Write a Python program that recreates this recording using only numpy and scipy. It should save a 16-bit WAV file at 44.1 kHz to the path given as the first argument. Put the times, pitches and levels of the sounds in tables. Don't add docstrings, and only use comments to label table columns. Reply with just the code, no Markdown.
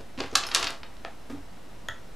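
import sys
import numpy as np
from scipy import signal
from scipy.fft import rfft, irfft
from scipy.io import wavfile
from scipy.ndimage import uniform_filter1d

SR = 44100
rng = np.random.default_rng(int(sys.argv[2]) if len(sys.argv) > 2 else 0)


def int16_out(signal):
    q = np.round(np.clip(np.atleast_2d(signal).T, -1, 1) * 32767)
    wavfile.write(sys.argv[1], SR, q.astype(np.int16))


N = 94815

# [f/Hz, density level/dB per Hz]
AIR = [(25, -80), (40, -72), (63, -77), (125, -78), (250, -79), (400, -84), (630, -83), (1000, -88),
       (2000, -93), (4000, -97.5), (6300, -101.5), (10000, -106), (13000, -109), (16000, -115)]
# [f/Hz, side minus mid level/dB]
AIR_SIDE = [(30, -15), (250, -1.5), (1000, -6.5), (4000, -7.5), (14000, -7)]
HUM_HZ, HUM_DB, HUM_T60_S = 41.5, -56, 0.68

# [t/s, level/dB]
DRAG_LEVEL = [(0, -54.5), (.06, -88), (.17, -69), (.19, -48.5), (.25, -54.5), (.30, -62.5), (.345, -52),
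              (.40, -49), (.50, -48.5), (.58, -38.5), (.66, -44), (.74, -55), (.82, -77)]
# [f/Hz, level/dB]
DRAG_TONE = [(350, 13.5), (700, 10), (1150, 19), (1700, 8.5), (3000, 9), (5000, 4), (8000, -3),
             (14000, -22)]
DRAG_GRAINS_PER_S, DRAG_UNEVEN_DB = 1700, 5

# [t/s, level/dB, deep modes level/dB, middle modes level/dB, upper modes level/dB]
DOOR_KNOCKS = [(.002, -34, -2.5, -11, -3.5), (0.176, -33, -0.5, 4.5, -13), (.203, -25.5, -8, -22, 0),
               (.211, -26, -22, -28, 2.5), (0.236, -33, 2, -5.5, -0.5), (.326, -33, 3, -3.5, 3.5),
               (0.631, -44, 13, -1, 7), (1.299, -32.5, -29, 2, -1.5), (1.320, -30.5, -4.5, 2, -13),
               (1.345, -37, -12, -7, 0), (1.366, -26, -11, -12, -27), (1.889, -33, 2.5, -29, -22)]
# [f/Hz, level/dB, t60/s]
DOOR_MODES = [(87.5, -1, 0.056), (104.7, -13, 0.26), (256.4, -12.5, 0.11), (280, -0.5, 0.083),
              (391.6, -8, 0.037), (435.5, 3.5, 0.025), (563, -2, 0.026), (806, -13.5, 0.057)]
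DOOR_MODE_GROUP = [0, 0, 1, 1, 2, 2, 2, 2]
KNOCK_SWELL_CYCLES = 8.4

# [f/Hz, t60/s, level/dB, side minus mid level/dB]
HALL_BANDS = [(306, 0.13, 2.5, -19), (1200, 0.28, -1, -20.5), (3000, 0.23, -0.5, -21),
              (5660, 0.26, -5, -8.5), (12100, 0.12, -5, -17)]
HALL_GAP_S, HALL_BUILD_S = 0.001, 0.0058

# [t/s, level/dB, chatter decay/ms (held to 0.1-8), plate ring level/dB,
# plate left free (held to 0.1-1), then colour level/dB at each of STRIKE_COLOUR_HZ]
STRIKES = [(.1770, -36.5, 5.3, -30, .4, 0, -3, 0, -11, -34),
           (.1880, -33.5, 3, -18, .4, 5.5, 5, -2, -12, -36),
           (0.203, -23, 1.7, -20, .4, -1, 0, -8, -17, -21),
           (.2050, -20.5, 2.4, -8.5, 0.73, -2.5, -5, -7, -9, -21),
           (.2376, -24, 3.3, -8, .4, -18, -0.5, -8, -23, -33),
           (0.353, -30, 2.1, -17, 0.59, -27, 21, -17, 0, -26),
           (.3540, -5, 3, -7.5, 0.98, -26, -5, -12.5, -9, -7.5),
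           (0.3563, 1.5, 2.4, -14, 0.74, -25, -15.5, -20.5, -16, -17.5),
           (.3730, -29, 0.62, -33, .5, -39, -19, -18, -10, 10),
           (.4360, -18.5, 6.3, -15, 0.35, -25, -19, -5.5, -12.5, -26),
           (.5152, -19.5, 3.1, -12, 0.24, -53, -1, -8.5, -11.5, -35),
           (.5480, -0.5, 1.06, -6, 0.25, -42, -29, -17.5, -14, -10),
           (.5510, -5, 3.1, -8, 0.43, -24, -10.5, -13.5, -12.5, -15.5),
           (0.5607, -9.5, 1.2, -5, 0.37, -15.5, -4, -22, -11, -12),
           (.6283, -5.5, 3.8, -16, 0.94, -45, -16, -17, -20, -23),
           (0.6434, -15, 2.1, -6, .3, -22, -24, -9, -12.5, -13),
           (0.67, -8, 5, -13, 0.32, -27, -9.5, -16, -16.5, -37),
           (0.705, -29.5, 2.1, -28, .3, -13, -24, -14, -10.5, -1),
           (0.8328, -26, 2.4, -11, 0.37, -10.5, -2, -8.5, -17.5, -49),
           (.9690, -32, 0.3, -22, .3, -26, -25, -22, -23, -33),
           (1.0493, -21.5, 1.55, -19, 0.32, -1, 3.5, -10, -21.5, -34)]
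STRIKE_COLOUR_HZ = [550, 1200, 2500, 5000, 10000]
# [f/Hz, level/dB]
CRACK_TONE = [(300, 20), (550, 27), (1200, 21.5), (2500, 28.5), (5000, 31), (10000, 16.5), (13000, 3.5),
              (16000, -7)]
# [f/Hz, level/dB, t60/s]
PLATE_MODES = [(807, -8.5, 0.054), (1120, -1.5, 0.037), (1198, -1.5, 0.068), (1270, -3, 0.037),
               (1370, -5, 0.039), (1690, -23, 0.03), (2770, -10, 0.018), (3115, -7.5, 0.025),
               (3670, -8, .025), (3950, -22, 0.031), (4530, -2, 0.021), (5200, 1, 0.026),
               (5540, -12, 0.017), (7460, 0.5, 0.029)]
MODE_SCATTER_DB = 3.0
FIRST_TOUCH = 4.95
PRESSED_DETUNE = 0.037
CLACK_LOW_HZ = 272

# [t/s, level/dB, favoured mode f/Hz, fall away from it/dB per octave]
LINK_TOUCHES = [(0.313, -43, 6450, 67), (0.329, -43, 5870, 69), (.467, -31.5, 5230, 2),
                (0.495, -40, 11250, 62), (0.541, -32.5, 10500, 61), (.598, -36, 12500, 4),
                (0.677, -31, 13300, 50)]
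LINK_MODE_HZ = [5200, 5750, 6450, 9055, 9690, 11250, 13300, 15100]
# [level/dB, t60/s]
LINK_MODES = [(0.5, 0.12), (-10, 0.078), (-1, 0.011), (-18.5, 0.25), (-12, 0.093), (-6.5, 0.036),
              (-15, 0.0226), (-22, 0.055)]

SCUFF_S, SCUFF_DB, SCUFF_T60_S, SCUFF_LOW_HZ, SCUFF_HIGH_HZ = 1.298, -45.5, 0.3, 448, 1420

# [t/s, level/dB]
HOOK_TICKS = [(1.8858, -21)]
# [f/Hz, level/dB, t60/s]
HOOK_MODES = [(615, -15.5, 0.048), (917, -12.5, 0.023), (1337, -14, 0.092), (1472, -12.5, 0.051),
              (1763, -3, 0.019), (1928, -7.5, 0.05), (3350, -3, 0.015), (5300, -14.5, 0.006),
              (6650, -9, 0.01), (9600, -22.5, 0.011), (11600, -18, 0.005)]

PAN_DB = 0.06
HEADROOM, CUTOFF_HZ, OFFSET = .95, 16600, 0.01


def amp(db):
    return 10 ** (np.asarray(db, float) / 20)


def at_hz(points, hz, axis=1):
    points = np.array(points, float)
    return np.interp(np.log(hz), np.log(points[:, 0]), points[:, axis])


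def place(s, bursts):
    length = bursts.shape[1]
    out = np.full(N + length, 1e-18)
    starts = (np.asarray(s) * SR).astype(int).clip(0, N - 1)
    np.add.at(out, starts[:, None] + np.arange(length), bursts)
    return out[:N]


def ring(x, hz, t60):
    radius = amp(-60 / (t60 * SR))
    angle = 2 * np.pi * hz / SR
    return signal.lfilter([0, np.sin(angle)], [1, -2 * radius * np.cos(angle), radius * radius], x)


def bands():
    edges = 23 * 2 ** np.arange(0, 9.6, .5)
    return [(np.sqrt(low * high), signal.butter(2, [low, high], "band", fs=SR, output="sos"))
            for low, high in zip(edges, edges[1:])]


def causal_pulse(db):
    cepstrum = irfft(db * np.log(10) / 20)
    half = cepstrum.shape[1] // 2
    cepstrum[:, 1:half] *= 2
    cepstrum[:, half + 1:] = 0
    return irfft(np.exp(rfft(cepstrum)))


def room_tone():
    white = np.sqrt(SR / 2) * rng.standard_normal((2, 2, N + SR))
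    air = 0
    for k, (hz, sos) in enumerate(bands()):
        mid, side = signal.sosfilt(sos, white[k % 2])[:, SR:]
        spread = amp(at_hz(AIR_SIDE, hz)) * side * [[1], [-1]]
        air = air + amp(at_hz(AIR, hz)) * (mid + spread)
    hum = ring(rng.standard_normal(N + SR), HUM_HZ, HUM_T60_S)[SR:]
    return air + amp(HUM_DB) * hum / hum.std()


def drag():
    level = np.interp(np.arange(N) / SR, *np.transpose(DRAG_LEVEL))
    heights = amp(DRAG_UNEVEN_DB * np.minimum(rng.exponential(1, N), 4))
    signed = heights * rng.choice([-1, 1], N)
    grains = signed * (rng.random(N) < DRAG_GRAINS_PER_S / SR)
    grains = amp(level) * grains / grains.std()
    out = 0
    for k, (hz, sos) in enumerate(bands()):
        if hz > 300:
            out = out + (-1) ** k * amp(at_hz(DRAG_TONE, hz)) * signal.sosfilt(sos, grains)
    return out


def door():
    rows, out = np.array(DOOR_KNOCKS), 0
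    for (hz, level, t60), group in zip(DOOR_MODES, DOOR_MODE_GROUP):
        heights = amp(rows[:, 1] + level + rows[:, 2 + group])
        push = ring(place(rows[:, 0], heights[:, None]), hz, KNOCK_SWELL_CYCLES / hz)
        trim = 2 * np.log(1000) * hz / KNOCK_SWELL_CYCLES / SR
        out = out + ring(push, hz, t60) * trim
    return out


def hallway(x):
    age = np.arange(SR // 2) / SR
    build = 1 - np.exp(-(age - HALL_GAP_S).clip(0) / HALL_BUILD_S)
    white, tail = rng.standard_normal((2, 2, len(age))), 0
    for k, (hz, sos) in enumerate(bands()):
        t60 = at_hz(HALL_BANDS, hz)
        even_energy = np.sqrt(2 * np.log(1000) / t60 / SR)
        fade = amp(at_hz(HALL_BANDS, hz, axis=2) - 60 * age / t60) * even_energy
        mid_side_gain = amp([[0], [at_hz(HALL_BANDS, hz, axis=3)]])
        tail = tail + signal.sosfilt(sos, white[k % 2]) * fade * build * mid_side_gain
    mid, side = signal.fftconvolve(tail, x[None], axes=1)[:, :N]
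    return mid + side * [[1], [-1]]


def clacks():
    rows = np.array(STRIKES)
    age = np.arange(4096) / SR
    decay_ms = rows[:, 2:3].clip(.1, 8)
    chatter = rng.standard_normal((len(rows), 600)) * np.exp(-1000 * age[:600] / decay_ms)
    chatter[:, 0] = FIRST_TOUCH
    chatter /= np.sqrt(np.sum(chatter ** 2, axis=1, keepdims=True))
    scatter, detune = rng.standard_normal((len(rows), 2, len(PLATE_MODES))).transpose(1, 0, 2)
    free = rows[:, 4:5].clip(.1, 1)

    def level(hz):
        colour = [np.interp(np.log(hz), np.log(STRIKE_COLOUR_HZ), row[5:]) for row in rows]
        return rows[:, 1:2] + colour

    grid = np.linspace(1, SR / 2, 1025)
    own_db = 10 * np.log10(uniform_filter1d(np.abs(rfft(chatter, 2048)) ** 2, size=31))
    shape = causal_pulse(level(grid) + at_hz(CRACK_TONE, grid) - own_db)
    crack = signal.fftconvolve(chatter, shape, axes=1)

    hz, db, t60 = np.transpose(PLATE_MODES)
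    heights = amp(level(hz) + db + rows[:, 3:4] + MODE_SCATTER_DB * scatter)
    pitch = hz * (1 + PRESSED_DETUNE * (1 - free) * detune)
    modes = 0
    for k in range(len(hz)):
        sine = np.sin(2 * np.pi * pitch[:, [k]] * age)
        fade = amp(-60 * age / (t60[k] * free))
        modes = modes + (-1) ** k * heights[:, [k]] * sine * fade
    low_cut = signal.butter(2, CLACK_LOW_HZ, "high", fs=SR, output="sos")
    return signal.sosfilt(low_cut, place(rows[:, 0], crack) + place(rows[:, 0], modes))


def clinks():
    s, db, best_hz, fall = np.transpose(LINK_TOUCHES)
    out = 0
    for hz, (level, t60) in zip(LINK_MODE_HZ, LINK_MODES):
        octaves_away = np.abs(np.log2(hz / best_hz))
        heights = amp(db + level - fall * octaves_away)
        out = out + ring(place(s, heights[:, None]), hz, t60)
    return out


def scuff():
    age = np.arange(SR // 4) / SR
    band = signal.butter(1, [SCUFF_LOW_HZ, SCUFF_HIGH_HZ], "band", fs=SR, output="sos")
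    rub = signal.sosfilt(band, rng.standard_normal(len(age)))
    fade = amp(SCUFF_DB - 60 * age / SCUFF_T60_S)
    return place([SCUFF_S], (fade * rub / rub.std())[None])


def hook():
    s, db = np.transpose(HOOK_TICKS)
    out = 0
    for k, (hz, level, t60) in enumerate(HOOK_MODES):
        out = out + (-1) ** k * ring(place(s, amp(db + level)[:, None]), hz, t60)
    return out


def scene():
    near = clacks() + drag() + clinks() + hook() + door() + scuff()
    panned = (near + hallway(near)) * amp([[PAN_DB], [-PAN_DB]])
    return panned + room_tone()


def record(dry):
    rounded = dry / (1 + (dry / HEADROOM) ** 4) ** .25
    top_cut = signal.cheby2(12, 70, CUTOFF_HZ, fs=SR, output="sos")
    return signal.sosfilt(top_cut, rounded) + OFFSET


dry = scene()
out = record(dry)
int16_out(out)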